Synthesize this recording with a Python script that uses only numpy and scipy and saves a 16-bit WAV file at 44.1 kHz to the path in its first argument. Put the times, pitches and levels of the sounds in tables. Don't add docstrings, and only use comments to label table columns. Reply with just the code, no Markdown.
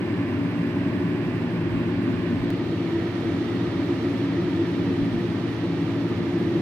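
import sys
import numpy as np
from scipy import signal
from scipy.fft import irfft
from scipy.io import wavfile
from scipy.ndimage import uniform_filter1d

SR = 44100
rng = np.random.default_rng(int(sys.argv[2]) if len(sys.argv) > 2 else 0)


def wav_record(signal):
    frames = np.transpose(np.atleast_2d(signal))
    bounded = np.clip(frames, -1, 1)
    quanta = np.round(bounded * 32767).astype(np.int16)
    wavfile.write(sys.argv[1], SR, quanta)


N = 291501

CLICK_S = 2.50394
SHARE_BEFORE, APPROACH_S, SHARE_AFTER, SETTLE_S = 0.75, 0.28, 0.87, 0.25
MID_SHARE_BEFORE, TREBLE_FROM_HZ = 0.2, 2500.0
# (frequency [Hz], coherence [0-1], right-port lag before click [rad], after click [rad])
PORT_LIKENESS = [(60, 0.89, -0.3, 0.5), (121, 1, 0.22, 0), (250, 0.95, 0.3, 0.4), (345, 0.99, 0.26, -0.07),
                 (420, 0.96, 0.24, -0.44), (696, 0.78, 0.3, -0.1), (1090, 0.87, 0.5, 0.5),
                 (1266, 0.47, -2, -0.5), (1376, 0.4, -4.5, -0.7), (1490, 0.34, -6.5, -2),
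                 (1654, 0.63, -6., -5.5), (2000, 0.68, -5, -6), (2570, 0.48, -4.5, -5),
                 (3500, 0.27, -4.5, -4.5), (6000, 0.1, -1.5, -4.5)]
# (peak time [s], half length [s], centre [Hz], width [Hz], left [dB], right [dB])
RISES_AND_DIPS = [(2.1, 0.42, 4000, 1400, -.5, 2), (2.0, .4, 1850, 300, -2, 0),
                  (2.65, 0.22, 1250, 300, -0.5, -2), (2.7, .15, 1900, 300, 0, -4),
                  (2.7, .2, 5800, 1500, -2, -2), (3.5, .3, 1300, 250, 1, 1.5),
                  (3.5, .5, 1700, 300, -1, -0.5), (4.4, 0.22, 1300, 250, 2, 1),
                  (4.4, 0.23, 1850, 300, 1.5, 0.5), (5.9, .4, 2000, 300, -3.5, -1),
                  (6.4, .15, 1700, 250, 1, 2), (.55, .2, 353, 50, -3, -3), (2.94, 0.099, 340, 40, 2.5, 2.5),
                  (3.3, 0.091, 324, 56, 2.5, 3), (4.55, .15, 345, 50, 2.5, 3), (4.5, .3, 99, 50, 3, 3),
                  (3.3, .3, 89, 50, 3, 3), (3.8, .5, 680, 150, 1, 1.5), (2.65, .2, 1600, 250, -2, -2),
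                  (3.1, .3, 1800, 200, 1.5, 1.5), (6.3, .3, 950, 250, 1.5, 1.5),
                  (1.1, .4, 480, 150, -1.5, -1.5), (2.2, .6, 290, 50, 2, 2)]

# (multiple of BLADE_HZ, level before click [dB rms], after click [dB rms]), before port trim
BLADE_TONES = [(1, -35.5, -35.5), (2, -38, -41.5), (3, -40, -38)]
BLADE_HZ = 116.08
HUM_HZ, HUM_BEFORE_DB, HUM_AFTER_DB = 99.85, -41.5, -41.5

# (centre [Hz], width [Hz], peak before click [dB per Hz], after click [dB per Hz]),
# before level drift and port trim
HOLLOWS = [(96.2, 17, -52.5, -53.5), (146, 22, -55.5, -56), (172.5, 21.7, -43.5, -45),
           (190, 12, -52, -50.5), (200.4, 16, -52.5, -54.5), (244.2, 27, -47, -50.5),
           (282.2, 12.7, -40.5, -40.5), (296, 12, -46.5, -54.5), (271, 10, -52.5, -47.5),
           (329, 8, -59.5, -45.5), (334.5, 12.8, -47, -45.5), (343.8, 8.4, -48.5, -44),
           (358.3, 9, -47, -48.5), (384.6, 36, -57, -57), (472, 22, -67.5, -62.5), (508, 22, -61, -74),
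           (575, 26, -67, -68.5), (639, 19, -66, -65.5), (698, 17, -86, -63.5), (841, 39, -66, -70)]
# (frequency [Hz], density [dB per Hz]), before level drift and port trim
AIRFLOW = [(15, -99), (40, -78.5), (70, -67), (88, -60), (105, -58), (111, -54), (125, -59.5), (140, -56.5),
           (210, -61), (300, -52), (420, -65.5), (700, -109), (3000, -150)]
# (time [s], gain of bands 1 to 4, low to high [dB] each)
BAND_DRIFT = [(.15, -3.5, 1, -1, 1.5), (.45, 0, 3, 1.5, -2.5), (.75, 0.5, -1, 1.5, -4.5),
              (1.05, 2, -1, 4, 3.5), (1.35, -0.5, 3.5, -3.5, -1.5), (1.65, 1, -5, -3.5, 0.5),
              (1.95, 1, 2.5, 1, 2.5), (2.4, 0, 3.5, 1, -2.5), (2.85, 0, -6.5, -2, 4),
              (3.15, -1.5, 0.5, -3.5, 1), (3.45, -1.5, 3, 0, 1), (3.75, 1, -0.5, 0.5, 2),
              (4.05, -2.5, 1, 2, 1), (4.4, 4, -5, 2, 2.5), (4.65, 0.5, -7, 1.5, 3.5), (4.95, 2, 0, 4.5, 0),
              (5.25, 1.5, 5, -6, 0.5), (5.6, -3, -6, 0, -0.5), (5.85, 4.5, -9, -0.5, 1),
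              (6.15, -3, 4, 0.5, -1), (6.48, 4, 0, 0.5, 8)]
BAND_EDGES_HZ = (135, 215, 262, 305, 375)
STEADY = 0.43

# (frequency [Hz], left, right before click [dB per Hz], left, right after click [dB per Hz]),
# before lifts and flicker
ROAR = [(394, -56.5, -60.5, -60, -58.5), (507, -69, -65.5, -67, -66.5), (704, -71.5, -71.5, -72.5, -72),
        (1070, -71, -72.5, -75.5, -75), (1490, -78, -69.5, -77.5, -72), (2066, -77, -70.5, -79.5, -72),
        (2970, -85, -77.5, -83.5, -76), (4250, -88, -86, -86, -81), (5580, -94.5, -96, -94, -88.5),
        (7100, -99.3, -109.6, -99.8, -101.5), (10000, -104.3, -116.2, -103.2, -108.3),
        (11500, -102.2, -119.7, -102.5, -113.7), (14500, -106.5, -122.0, -106.6, -122.6),
        (15700, -110.8, -123.9, -113.8, -122.9)]
# (centre [Hz], width [Hz], left, right lift before click [dB],
# left, right lift after click [dB])
SURFACES = [(594, 67, 8, 1.5, 2.5, 2.5), (940, 144, 1.5, -1, 1, 4.5), (1199, 83, 0.5, 3, 5, 4.5),
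            (1307, 107, -2, -5, 3.5, 3), (1540, 130, 3.5, -0.5, 0, 1.5), (1900, 140, -2, 1, 3.5, 2),
            (2580, 430, 2.5, 3, 2, -1), (3630, 680, 0.5, -0.5, 0, 0.5), (4900, 550, 3.5, -2.5, 1.5, -2.5),
            (6500, 600, -1, -2, 1.5, 1), (7970, 900, 2.5, -1, 2.5, -4), (9600, 900, 1, -2, -0.5, -0.5),
            (10600, 700, -1, -7, -0.5, 1), (12100, 900, -2, -3, -2, -8)]
# (centre [Hz], width [Hz], lift before click [dB], after click [dB])
WHISTLES = [(470, 30, -3, 0), (530, 30, -1.5, -1.5), (996, 40, 2.5, 2.5), (1040, 50, 0.5, -2),
            (1457, 39, -0.5, -2.5), (1703, 21, 2.5, 2.5), (1715, 25, 0, -4), (1760, 36, 3.5, 5),
            (1825, 25, -2, -3), (1900, 90, 0.5, 2), (1955, 30, 0, -1.5), (2325, 60, 0.5, 2.5)]
ROAR_RISE_S, ROAR_RISE_HALF_S, ROAR_RISE_DB = 4, 0.73, 0.68

# (peak time [s], level [dB rms])
GUSTS = [(1.64, -44), (1.72, -38), (1.77, -39), (1.94, -44), (2.06, -42), (2.11, -41), (2.18, -42),
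         (2.28, -49), (2.415, -35), (5.035, -35), (5.155, -38)]
DRAUGHT_BAND_HZ = (42, 72)
GUST_HALF_S, PUFF_HZ, PUFF_SHARE, CALM_DB = 0.036, 53.37, 0.91, -58.5

# (time [s], starting level [dB])
TAPS = [(2.0765, -21), (2.157, -22)]
TAP_HZ, TAP_T60_S = 1150, 0.0094

CLICK_PORT_DB, CLICK_DECAY_MS = (-22, -25), 1.0
CLICK_EDGE_HZ, CLICK_EDGE_WIDTH_HZ, CLICK_EDGE_LIFT_DB = 14000, 4500, (6, 2)
BAND_LIMIT_HZ = 15720


def amp(db):
    return 10 ** (np.asarray(db) / 20)


def evened(x):
    return x / np.sqrt(np.mean(x ** 2) + 1e-20)


def bell(hz, centre_hz, width_hz):
    return np.exp(-2 * ((hz - centre_hz) / width_hz) ** 2)


def read(points, hz, column=1):
    table = np.transpose(points)
    return np.interp(np.log(hz + 1), np.log(table[0] + 1), table[column])


def follow(rows, t):
    s, *curves = np.transpose(rows)
    return [np.interp(t, s, curve) for curve in curves]


def wander(t, top_hz):
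    slow_t = t[::64]
    total = np.zeros(len(slow_t))
    for f in np.geomspace(0.2, top_hz, num=24):
        total += np.sin(2 * np.pi * (f * slow_t + rng.random())) / np.sqrt(f)
    return np.interp(t, slow_t, evened(total))


def across_click(t, before, after, early=SHARE_BEFORE):
    since = t - CLICK_S
    approaching = early * np.exp(np.minimum(since, 0) / APPROACH_S)
    settling = 1 - (1 - SHARE_AFTER) * np.exp(-np.maximum(since, 0) / SETTLE_S)
    share = np.where(since < 0, approaching, settling)
    return before + np.clip(share, 0, 1) * (after - before)


def port_lag(hz, t):
    before_rad, after_rad = read(PORT_LIKENESS, hz, column=2), read(PORT_LIKENESS, hz, column=3)
    return across_click(t, before_rad, after_rad, MID_SHARE_BEFORE)


def rise_and_dip_db(hz, t):
    s, half_s, centre_hz, width_hz, *port_db = np.transpose(RISES_AND_DIPS)
    in_band = bell(hz, centre_hz, width_hz)
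    in_time = np.exp(-((t[:, None] - s) / half_s) ** 2)
    return np.array([(in_band * db) @ in_time.T for db in port_db])


def port_noise(size):
    white = rng.standard_normal((2, N)) * np.sqrt(SR / 2)
    hz, t, (a, b) = signal.stft(white, SR, nperseg=size, noverlap=size * 3 // 4)
    hz = hz[:, None]
    same = np.clip(read(PORT_LIKENESS, hz), 0, 1)
    right = same * np.exp(-1j * port_lag(hz, t)) * a + np.sqrt(1 - same ** 2) * b
    return hz, t, np.array([a, right])


def to_sound(z, size):
    return signal.istft(z, SR, nperseg=size, noverlap=size * 3 // 4)[1][:, :N]


def tones():
    t, out = np.arange(N) / SR, np.zeros((2, N))
    blade_rad = 2 * np.pi * (BLADE_HZ * t + rng.random()) + 0.26 * wander(t, 1.5)
    hum_rad = 2 * np.pi * (HUM_HZ * t + rng.random()) + 0.5 * wander(t, 1.5)
    lines = [(HUM_HZ, hum_rad, HUM_BEFORE_DB, HUM_AFTER_DB)]
    lines += [(k * BLADE_HZ, k * blade_rad, before, after) for k, before, after in BLADE_TONES]
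    for hz, line_rad, before_db, after_db in lines:
        phase = line_rad + 2 * np.pi * rng.random() - [0 * t, port_lag(hz, t)]
        waver_db = 0.69 * hz / BLADE_HZ * wander(t, 2.6)
        level = amp(across_click(t, before_db, after_db) + waver_db)
        out += np.sqrt(2) * level * np.sin(phase)
    return out * amp([[0.3], [-0.3]])


def boom():
    hz, t, z = port_noise(size=16384)
    power = amp(read(AIRFLOW, hz)) ** 2
    for centre_hz, width_hz, before_db, after_db in HOLLOWS:
        shape = 1 / (1 + (2 * (hz - centre_hz) / width_hz) ** 2) ** 2
        power = power + amp(across_click(t, before_db, after_db)) ** 2 * shape
    noise_power = abs(z[0]) ** 2
    typical, gain = np.mean(noise_power), np.ones(power.shape)
    for low, high, drift_db in zip(BAND_EDGES_HZ, BAND_EDGES_HZ[1:], follow(BAND_DRIFT, t)):
        band = (hz >= low) & (hz < high)
        chance = (band * power * noise_power).sum(0) / (band * power * typical).sum(0)
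        steadied = amp(drift_db) / np.clip(chance, 0.25, 4) ** (STEADY / 2)
        gain = np.where(band, steadied, gain)
    shaped = z * gain * amp(rise_and_dip_db(hz, t)) * np.sqrt(power)
    return to_sound(shaped, size=16384) * amp([[-1.1], [-1.7]])


def roar_colour_db(hz):
    colour_db = np.array([read(ROAR, hz, column=k) for k in range(1, len(ROAR[0]))])
    for centre_hz, width_hz, *lift_db in SURFACES:
        colour_db = colour_db + np.array(lift_db)[:, None, None] * bell(hz, centre_hz, width_hz)
    for centre_hz, width_hz, before_db, after_db in WHISTLES:
        lift_db = np.array([before_db, before_db, after_db, after_db])[:, None, None]
        colour_db = colour_db + lift_db * bell(hz, centre_hz, width_hz)
    ripple = evened(uniform_filter1d(rng.standard_normal(colour_db.shape), size=4, axis=1))
    return colour_db + 1.15 * ripple / (1 + (hz / 4000.0) ** 2)


def roar_flicker_db(hz, t):
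    shape = (2, len(hz), len(t))
    patches = uniform_filter1d(rng.standard_normal(shape), size=8, axis=1)
    patches = evened(uniform_filter1d(patches, size=2, axis=2))
    treble = np.clip(np.log2((hz + 1) / 3500.0), 0, 2)
    quick = evened(uniform_filter1d(rng.standard_normal((2, 1, len(t))), size=2))
    rise_db = ROAR_RISE_DB * np.exp(-((t - ROAR_RISE_S) / ROAR_RISE_HALF_S) ** 2)
    drift = uniform_filter1d(rng.standard_normal(shape), size=3, axis=1)
    drift = evened(uniform_filter1d(drift, size=30, axis=2))
    drift_db = 0.9 * drift / (1 + (hz / 3200.0) ** 2)
    return (0.64 + 1.3 * treble) * patches + 0.65 * treble * quick + rise_db + drift_db


def roar():
    hz, t, z = port_noise(size=2048)
    colour_db = roar_colour_db(hz)
    early = np.where(hz > TREBLE_FROM_HZ, SHARE_BEFORE, MID_SHARE_BEFORE)
    level_db = across_click(t, colour_db[:2], colour_db[2:], early)
    level_db = level_db + roar_flicker_db(hz, t) + rise_and_dip_db(hz, t)
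    high_pass = 1 / np.sqrt(1 + (400.0 / (hz + 1)) ** 8)
    return to_sound(z * high_pass * amp(level_db), size=2048)


def draught():
    band = signal.butter(2, DRAUGHT_BAND_HZ, "bandpass", fs=SR, output="sos")
    t = np.arange(N) / SR
    turbulence = evened(signal.sosfilt(band, rng.standard_normal(N)))
    out = amp(CALM_DB) * turbulence
    for s, db in GUSTS:
        start_cycle, detune = rng.random(2)
        puff_hz = PUFF_HZ * (1 + 0.202 * (detune - 0.5))
        puff = np.sqrt(2) * np.sin(2 * np.pi * (puff_hz * t + start_cycle))
        mix = PUFF_SHARE * puff + np.sqrt(1 - PUFF_SHARE ** 2) * turbulence
        out = out + amp(db) * np.exp(-((t - s) / GUST_HALF_S) ** 2) * mix
    return out * amp([[-35.0], [0]])


def taps():
    out = np.zeros(N)
    for s, db in TAPS:
        since = np.maximum(np.arange(N) / SR - s, 0)
        out += amp(db - 60 * since / TAP_T60_S) * np.sin(2 * np.pi * TAP_HZ * since)
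    return out * amp([[-14.0], [0]])


def click():
    hz = np.fft.rfftfreq(N, 1 / SR)
    delay = np.exp(-2j * np.pi * hz * (CLICK_S + 0.5 / SR))
    step = -SR * delay / (2j * np.pi * hz + 1000 / CLICK_DECAY_MS)
    edge_db = np.array(CLICK_EDGE_LIFT_DB)[:, None] * bell(hz, CLICK_EDGE_HZ, CLICK_EDGE_WIDTH_HZ)
    port_db = np.array(CLICK_PORT_DB)[:, None]
    return irfft(step * amp(edge_db + port_db), N)


def scene():
    return tones() + boom() + roar() + draught() + taps() + click()


def record(dry):
    low_pass = signal.firwin(1023, BAND_LIMIT_HZ, window=("kaiser", 9), fs=SR)
    return signal.oaconvolve(dry, low_pass[None], "same")


dry = scene()
out = record(dry)
wav_record(out)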